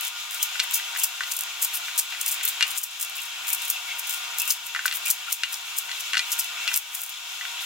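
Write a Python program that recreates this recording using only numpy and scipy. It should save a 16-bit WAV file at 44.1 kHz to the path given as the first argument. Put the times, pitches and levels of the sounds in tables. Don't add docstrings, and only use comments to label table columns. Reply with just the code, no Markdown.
import sys
import numpy as np
from scipy import signal
from scipy.fft import rfft, irfft, next_fast_len
from scipy.io import wavfile
from scipy.ndimage import uniform_filter1d, minimum_filter1d, map_coordinates

SR = 44100
rng = np.random.default_rng(int(sys.argv[2]) if len(sys.argv) > 2 else 0)


def log_audio(samples):
    frames = np.atleast_2d(samples).T
    limited = np.clip(frames, -1, 1)
    pcm = np.round(limited * 32767).astype(np.int16)
    wavfile.write(sys.argv[1], SR, pcm)


N = 337365
TOP_HZ = 16000


def amp(db):
    return 10 ** (np.asarray(db) / 20)


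def unit_rms(x):
    return x / np.sqrt(np.mean(x ** 2) + 1e-20)


def curve(points, hz):
    freqs, values = np.transpose(points)
    return np.interp(np.log(hz + 1), np.log(freqs + 1), values)


def boosts(resonances, hz):
    return sum(db / (1 + (2 * (hz - centre) / width) ** 2) for centre, width, db in resonances)


def wobble(rate, n=N):
    return map_coordinates(rng.standard_normal(int(n * rate / SR) + 4), [np.arange(n) * rate / SR])


def filtered(x, response):
    n = x.shape[-1]
    padded = next_fast_len(n + 4096)
    return irfft(rfft(x, padded) * response(np.fft.rfftfreq(padded, 1 / SR)), padded)[..., :n]


def click(colour, size=512):
    cepstrum = irfft(np.log(amp(colour(np.fft.rfftfreq(size, 1 / SR))) + 1e-6))
    cepstrum[1:size // 2] *= 2
    cepstrum[size // 2 + 1:] = 0
    pulse = irfft(np.exp(rfft(cepstrum)))
    return pulse / np.linalg.norm(pulse)


def add(track, start_s, sound):
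    part = track[..., max(0, round(start_s * SR)):][..., :sound.shape[-1]]
    part += sound[..., :part.shape[-1]]


def kitchen(sound, near_db, near_t60, room_db, room_t60):
    t = np.arange(SR // 4) / SR

    def echoes(t60, gap_s, spread):
        noise = unit_rms(rng.standard_normal(len(t)) + spread * rng.standard_normal((2, len(t))))
        return noise * unit_rms(amp(-60 * t / t60) * (t > gap_s)) / np.sqrt(len(t))
    path = amp(near_db) * echoes(near_t60, gap_s=0.00068, spread=0.91)
    path += amp(room_db) * echoes(room_t60, gap_s=0.0032, spread=0.78)
    path[:, 0] += 1
    return signal.fftconvolve(sound[None], path, axes=1)


# freq_hz, left_right_correlation
CORRELATION = [(60, 0.17), (200, 0.45), (600, 0.71), (1400, 0.54), (3000, 0.31), (6000, 0.33), (15000, 0.1)]
def stereo_noise(colour):
    angle = lambda hz: np.arccos(np.clip(curve(CORRELATION, hz), -1, 1)) / 2
    gains = lambda hz: amp(colour(hz)) * [np.cos(angle(hz)), np.sin(angle(hz))]
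    mid, side = filtered(rng.standard_normal((2, N)), gains)
    return unit_rms(np.array([mid + side, mid - side]))


HISS_DIP_SHARE = 0.79
# start_s, depth_db
DIPS = [(0.08, 4), (1.05, 3.5), (1.29, 2), (1.99, 4.5), (2.774, 9), (3.25, 1), (3.98, 1.5), (4.52, 5),
        (5.11, 4), (5.33, 6), (6.771, 7.5), (7.0, 3.5), (7.2, 1)]
def dips(fall_s=0.0016, recover_s=0.34):
    t = np.arange(N) / SR
    since = lambda s: np.maximum(t - s, 0)
    return -sum(db * np.minimum(since(s) / fall_s, 1) * np.exp(-since(s) / recover_s) for s, db in DIPS)


# freq_hz, gain_db
AIR_EQ = [(180, -59), (300, -27), (494, -26.5), (930, -8.5), (1320, -7.5), (1430, -3.5), (1750, -10),
          (2650, -4), (3290, -1), (4590, -7.5), (7080, -5.5), (8360, -15), (12300, -15), (13800, -14),
          (16000, -24)]
# centre_hz, width_hz, boost_db
HOUSING = [(721.4, 125, 7), (1086, 27, 7), (1422, 54, 7.5), (1860, 25, 6), (2000, 19, 5.5), (2273, 63, 9.5),
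           (2420, 45, 5.5), (2515, 43, 6.5), (2718, 73, 10), (2970, 20, 3.5), (2998, 29, 7),
           (3186, 25, 6.5), (3407, 67, 7), (3764, 44, 5.5), (6250, 78, 3.5), (7180, 220, 3)]
# pitch_hz, level_db
WHINE = [(947, -58.5), (1217, -59)]
# freq_hz, gain_db
RUMBLE_EQ = [(20, 2.5), (70, -1.5), (140, 3.5), (300, 1), (500, 3), (900, -29)]
def fan(split_hz=1800, body_db=-42.5, hiss_db=-33, rumble_db=-73, ripple_db=3.5):
    t, dip_db = np.arange(N) / SR, dips()
    standing, grid_hz = rng.standard_normal(500), np.linspace(0, SR / 2, 500)
    ripple = lambda hz: ripple_db * np.interp(hz, grid_hz, standing) * np.clip(hz / 6000, 0, 1)
    colour = lambda hz: curve(AIR_EQ, hz) + ripple(hz) + boosts(HOUSING, hz)
    body = stereo_noise(lambda hz: colour(hz) - 10 * np.log10(1 + (hz / split_hz) ** 8))
    hiss = stereo_noise(lambda hz: colour(hz) - 10 * np.log10(1 + (split_hz / (hz + 1)) ** 8))
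    whine = np.zeros(N)
    for hz, db in WHINE:
        swell = amp(db + 6.8 * np.tanh(wobble(15)))
        whine += swell * np.sqrt(2) * np.sin(2 * np.pi * hz * t + wobble(30))
    body *= amp(body_db + dip_db + wobble(15))
    hiss *= amp(hiss_db + HISS_DIP_SHARE * dip_db + wobble(16))
    rumble = amp(rumble_db + 2.1 * wobble(10)) * stereo_noise(lambda hz: curve(RUMBLE_EQ, hz))
    return body + hiss + amp(dip_db - dip_db.mean()) * (whine + rumble)


# pitch_hz, level_db, wander_ratio
WHISTLES = [(1418, -58, 0.007), (2688, -51.3, 0.005), (3375, -58.5, 0.012)]
def whistles(swell_db=10, hoarse_rad=0.29):
    out = np.zeros(N)
    for hz, db, wander in WHISTLES:
        phase = 2 * np.pi * np.cumsum(hz * (1 + wander * wobble(35))) / SR + hoarse_rad * wobble(260)
        out += amp(db) * unit_rms(np.sin(phase) * amp(swell_db * np.tanh(wobble(24))))
    return amp(HISS_DIP_SHARE * dips()) * out


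# time_s, level_db
SLIDE = [(0, -42), (0.7, -43.5), (0.9, -48), (1.5, -44.5), (2.1, -44.5), (2.7, -35.5), (2.95, -59),
         (3.25, -37.5), (3.7, -47), (3.92, -46), (4.05, -44.5), (4.4, -45), (4.6, -52), (5.0, -43),
         (5.5, -40.5), (5.85, -49), (6.3, -47), (6.6, -39.5), (6.75, -46), (6.85, -45), (7.3, -53),
         (7.65, -36.5)]
def rubbing(width_hz=520, low_cut_hz=800, swell_db=5.5, grip_db=7.5, grip_s=0.063):
    t, snap_s = np.arange(N) / SR, np.array(SNAPS)[:, 0]
    until_snap_s = np.append(snap_s, np.inf)[np.searchsorted(snap_s, t)] - t
    level_db = np.interp(t, *np.transpose(SLIDE)) + HISS_DIP_SHARE * dips()
    level_db += grip_db * np.exp(-until_snap_s / grip_s)
    low_cut = lambda hz: -20 * np.log10(1 + (low_cut_hz / (hz + 1)) ** 4)
    friction = np.zeros((2, N))
    for centre_hz, db in [(1550, -6), (2450, 3.5), (3000, 2), (3700, 3)]:
        band = lambda hz: low_cut(hz) - 20 * np.log10(1 + ((hz - centre_hz) / width_hz) ** 2)
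        friction += stereo_noise(band) * amp(db + swell_db * np.tanh(wobble(22)))
    return amp(level_db) * unit_rms(friction)


def cracks(n, per_s, scatter_db):
    bursts = rng.random(n) < per_s / SR
    return bursts * amp(scatter_db * np.clip(rng.standard_normal(n), -2, 2)) * rng.choice([-1, 1], n)


# freq_hz, gain_db
TEAR_EQ = [(100, -42), (500, -24), (1200, -12), (3000, -7), (4500, 1.5), (6300, 3), (8500, -1.5),
           (11000, -1), (14000, 1), (16000, -3.5)]
def tear(bright_db=0, edge_hz=6000, shelf_db=10):
    tilt = lambda hz: bright_db * np.clip(np.log2((hz + 1) / 9000), -1, 1)
    cuts = lambda hz: shelf_db / (1 + (hz / edge_hz) ** 10) + 30 * (hz > TOP_HZ + 900)
    return click(lambda hz: curve(TEAR_EQ, hz) + tilt(hz) - cuts(hz))


def crackle(reach_s=0.039, busy_db=-44, idle_db=-51):
    coarse_t = np.arange(0, N, 100) / SR
    nearness = np.exp(-np.abs(coarse_t - np.array(SNAPS)[:, :1]) / reach_s).sum(axis=0)
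    pressure = np.interp(np.arange(N) / SR, coarse_t, np.tanh(nearness))
    pulses = cracks(N, per_s=300, scatter_db=6) * amp(0.5 * np.tanh(wobble(14)))
    ticks = signal.fftconvolve(pulses, tear())
    wet = kitchen(ticks, near_db=-7, near_t60=0.027, room_db=2, room_t60=0.12)
    return (amp(idle_db + HISS_DIP_SHARE * dips()) + amp(busy_db) * pressure) * unit_rms(wet[:, :N])


# start_s, length_s, relative_db
PEELS = [(-0.04, 0.097, -39), (0.29, 0.11, -39), (0.618, 0.042, -37), (0.96, 0.054, -32.5),
         (1.28, 0.17, -39), (2.273, 0.081, -31.5), (2.659, 0.08, -36), (2.747, 0.062, -33),
         (2.982, 0.083, -33.5), (3.122, 0.17, -42), (3.467, 0.044, -32), (3.584, 0.12, -38.5),
         (4.057, 0.14, -34.5), (4.378, 0.2, -44), (4.634, 0.064, -42), (4.916, 0.054, -34),
         (5.032, 0.067, -35.5), (5.51, 0.038, -37), (5.763, .022, -34), (6.741, 0.032, -43),
         (6.917, 0.19, -41.5), (7.599, .07, -43)]
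def peels(fray_s=0.06, fray_db=-18.5, uneven_db=2.5, gain_db=-2.5):
    frays = [(snap_s - fray_s / 2, fray_s, db + fray_db) for snap_s, db, *_ in SNAPS]
    pulses = np.zeros(N)
    for start_s, length_s, db in PEELS + frays:
        n = int(length_s * SR)
        run = cracks(n, per_s=520, scatter_db=7.5) * amp(uneven_db * wobble(123, n))
        add(pulses, start_s, amp(db) * np.hanning(n) ** 0.5 * unit_rms(run))
    tears = signal.fftconvolve(pulses, tear())
    return amp(gain_db) * kitchen(tears, near_db=4, near_t60=0.013, room_db=1, room_t60=0.105)[:, :N]


# start_s, relative_db
POPS = [(0.0098, -11), (0.0503, -12), (0.0803, -14), (0.3097, -17), (0.71, -12.5), (0.7421, -9),
        (0.756, -10), (0.7765, -12), (0.9752, -14), (0.986, -15.5), (1.3199, -21), (1.3416, -20.5),
        (1.3656, -12.5), (1.3905, -10), (1.409, -8), (1.4356, -15), (1.6347, -9.5), (1.978, -5.5),
        (2.2135, -14), (2.28, -11), (2.4785, -6), (2.7722, -20), (3.017, -12.5), (3.0278, -24),
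        (3.0974, -18), (3.1672, -17), (3.471, -15.5), (3.503, -9), (3.5479, -8), (3.6812, -22),
        (3.9964, -24), (4.096, -10), (4.1294, -25), (4.3854, -6.5), (4.4187, -7), (4.455, -16),
        (4.4778, -8.5), (4.498, -10), (4.861, -6.5), (4.9459, -23), (4.9704, -12), (5.0562, -13),
        (5.0812, -10), (5.5254, -18), (6.3907, -7.5), (6.4452, -15), (6.733, -20), (6.7611, -1),
        (6.7748, -4.5), (6.9804, -28), (6.9909, -22), (7.0171, -13), (7.0351, -14), (7.094, -18),
        (7.1008, -21)]
def pops(gain_db=5.5):
    out = np.zeros((2, N))
    for start_s, db in POPS:
        pop = tear(bright_db=3 + 3.5 * rng.uniform(-1.1, 1), edge_hz=6300)
        wet = kitchen(pop, near_db=-1.5, near_t60=0.012, room_db=-5.5, room_t60=0.098)
        add(out, start_s, amp(db + gain_db) * wet)
    return out


# start_s, length_s, pitch_hz, relative_db
SQUEAKS = [(0.388, 0.069, 3249, -41), (1.013, 0.012, 3194, -34.5), (3.167, 0.04, 2686, -41),
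           (3.497, 0.045, 2700, -43.5), (3.755, 0.022, 2676, -41), (3.863, 0.1, 2230, -43.5),
           (3.879, 0.084, 3320, -42), (4.397, 0.049, 2700, -36), (4.467, 0.026, 2700, -39.5),
           (5.043, 0.035, 2720, -35.5), (5.262, 0.029, 1402, -43), (6.557, 0.054, 2700, -41),
           (6.666, 0.029, 2708, -33.5)]
def squeaks(waver=0.055, rough_db=3, octave_db=-14, gain_db=3):
    out = np.zeros((2, N))
    for start_s, length_s, hz, db in SQUEAKS:
        n = int(length_s * SR)
        phase = 2 * np.pi * np.cumsum(hz * (1 + waver * wobble(1086, n))) / SR
        tone = np.sin(phase) + amp(octave_db) * np.sin(2 * phase)
        slip = unit_rms(tone * amp(rough_db * wobble(387, n))) * np.hanning(n) ** 0.5
        wet = kitchen(slip, near_db=-4, near_t60=0.029, room_db=2.5, room_t60=0.05)
        add(out, start_s, amp(db + gain_db) * wet)
    return out


# start_s, relative_db, length_s, bright_db, edge_hz
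SNAPS = [(0.428, -18, 0.011, 2, 4800), (0.736, -22.5, 0.036, 2.5, 4760), (0.988, -28, 0.0037, -3, 6000),
         (1.035, -16.5, 0.012, 3.5, 4400), (1.316, -23, 0.0074, -6, 6400), (1.622, -18.5, 0.008, 1, 6340),
         (1.637, -21.5, 0.016, 1.5, 6500), (1.737, -28, 0.043, 0, 7500), (1.982, -16.5, 0.016, -3, 6200),
         (2.213, -21, 0.0037, -1, 6000), (2.261, -23.5, 0.0098, -2, 5970), (2.279, -24.5, 0.019, 1, 6500),
         (2.452, -14.5, 0.0023, 10, 5830), (2.485, -21.5, 0.0094, 7, 6500), (2.834, -22.5, 0.0063, 3, 5460),
         (3.488, -24, 0.0042, 2.5, 5500), (3.531, -17.5, 0.0047, 2, 5850),
         (3.7005, -19.5, 0.011, 4.5, 5030), (3.992, -26, 0.0069, 2, 6000), (4.398, -21.5, 0.009, 0, 5300),
         (4.5044, -14.5, 0.0025, -2, 4200), (4.509, -20.5, 0.013, 1.5, 4180), (4.86, -26, 0.0092, -5, 5500),
         (4.959, -24, 0.003, 13, 6000), (5.1, -15.5, 0.013, 1.5, 5200), (5.324, -19.5, 0.0091, 0.5, 5270),
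         (5.541, -26.5, 0.00329, -19, 5030), (5.785, -19, 0.0045, 2.5, 5600),
         (6.002, -29.5, 0.0073, -2, 5000), (6.318, -23, 0.021, -1, 5200), (6.394, -22.5, 0.017, 1.5, 5200),
         (6.7405, -17.5, 0.0031, -5, 5030), (6.767, -25, 0.011, 8, 5500), (6.948, -23, 0.004, 3, 5500)]
def snaps(cracks_per_s=1600, scatter_db=6, sag_db=-4, strain_s=0.007, strain_db=-13, gain_db=-2.5):
    out = np.zeros((2, N))
    lead = int(strain_s * SR)
    for start_s, db, length_s, bright_db, edge_hz in SNAPS:
        n = max(8, int(length_s * SR))
        run = cracks(n, cracks_per_s, scatter_db)
        run[0] = 1
        run = unit_rms(run * amp(sag_db * np.arange(n) / n + 1.5 * wobble(340, n)))
        strain = unit_rms(cracks(lead, cracks_per_s, scatter_db) * np.linspace(0, 1, lead))
        pulses = np.concatenate([amp(strain_db) * strain, run])
        cell = amp(db + gain_db) * tear(bright_db, edge_hz)
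        spots = rng.integers(4, size=len(pulses))
        for spot in range(4):
            burst = np.convolve(pulses * (spots == spot), cell)
            wet = kitchen(burst, near_db=-1.5, near_t60=0.016, room_db=-6.5, room_t60=0.16)
            add(out, start_s - lead / SR, wet)
    return out


# start_s, peak_db
JOLTS = [(0.426, -47), (4.502, -47), (6.775, -42)]
def jolts(rise_s=0.00029):
    out, age = np.zeros(N), np.arange(SR // 50) / SR / rise_s
    for start_s, db in JOLTS:
        add(out, start_s, amp(db) * age * np.exp(1 - age))
    return out


# freq_hz, gain_db
CONTACT_EQ = [(100, -54), (450, -15), (950, -6), (1350, 1.5), (2200, -1), (3000, -2.5), (4400, 1.5),
              (5600, -1.5), (7000, 1), (10000, -4.5), (16000, -13)]
# centre_hz, width_hz, boost_db
PLATE = [(1497, 156, 8), (1800, 51, 5), (1987, 58, 11.5), (2415, 31, 11.5), (2824, 72, 13),
         (3380, 140, 4.5), (4305, 84, 6.5), (5580, 110, 7)]
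# start_s, relative_db, pitch_hz
DROPS = [(0.555, -30, 1700), (0.596, -20, 3000), (0.6, -14.5, 3320), (0.638, -31, 1700),
         (0.7986, -29.5, 2090), (0.951, -29.5, 1800), (0.9614, -27, 1800), (1.2074, -21, 1650),
         (1.235, -27.5, 2800), (1.883, -27, 2030), (2.124, -29.5, 2550), (2.149, -33, 1800),
         (2.411, -28.5, 2380), (2.441, -29, 3300), (2.609, -15, 2480), (2.626, -11.5, 3250),
         (4.7491, -22, 1715), (4.7622, -20.5, 1650), (4.7921, -23.5, 1800), (4.856, -17.5, 1300),
         (4.88, -20, 2850), (4.9125, -25.5, 2820), (4.9258, -25.5, 2900), (5.435, -17, 2800),
         (5.8936, -29.5, 2200), (5.9155, -25.5, 2900), (6.1339, -18, 2670), (6.1438, -21.5, 1950),
         (6.1532, -20, 2000), (6.1705, -15.5, 2520), (6.179, -21, 4500), (6.1934, -16.5, 3200),
         (6.6777, -19, 3270), (6.716, -26.5, 1850), (7.411, -28, 1970), (7.452, -29.5, 1800)]
def drops(skirt_db=8, gain_db=20):
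    out = np.zeros((2, N))
    for start_s, db, pitch_hz in DROPS:
        skirts = lambda hz: skirt_db * np.log1p(2 * np.log2((hz + 1) / pitch_hz) ** 2)
        knock = click(lambda hz: curve(CONTACT_EQ, hz) - skirts(hz) + boosts(PLATE, hz), size=2048)
        wet = kitchen(knock, near_db=-2, near_t60=0.019, room_db=-6.5, room_t60=0.13)
        add(out, start_s, amp(db + gain_db) * wet)
    return out


def scene():
    corn = snaps() + pops() + peels() + drops() + squeaks() + crackle() + rubbing() + jolts()
    return corn + fan() + whistles()


def limiter(x, ceiling=0.89, span=SR // 500):
    gain = ceiling / np.maximum(np.abs(x).max(axis=0), ceiling)
    return x * uniform_filter1d(minimum_filter1d(gain, 2 * span), span)


# freq_hz, left_louder_db
BALANCE = [(500, .3), (1300, 0.5), (2600, 3), (5500, 2.1), (9000, 1.7), (13000, 3.2)]
# freq_hz, left_lag_rad
LAG = [(100, 0.081), (700, 0.31), (3000, 0.82), (8000, 1), (15000, 1.24)]
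def record(dry):
    ports = np.array([[0.5], [-0.5]])
    response = lambda hz: amp(ports * curve(BALANCE, hz)) * np.exp(-1j * ports * curve(LAG, hz))
    return filtered(limiter(filtered(dry, response)), lambda hz: hz < TOP_HZ)


dry = scene()
out = record(dry)
log_audio(out)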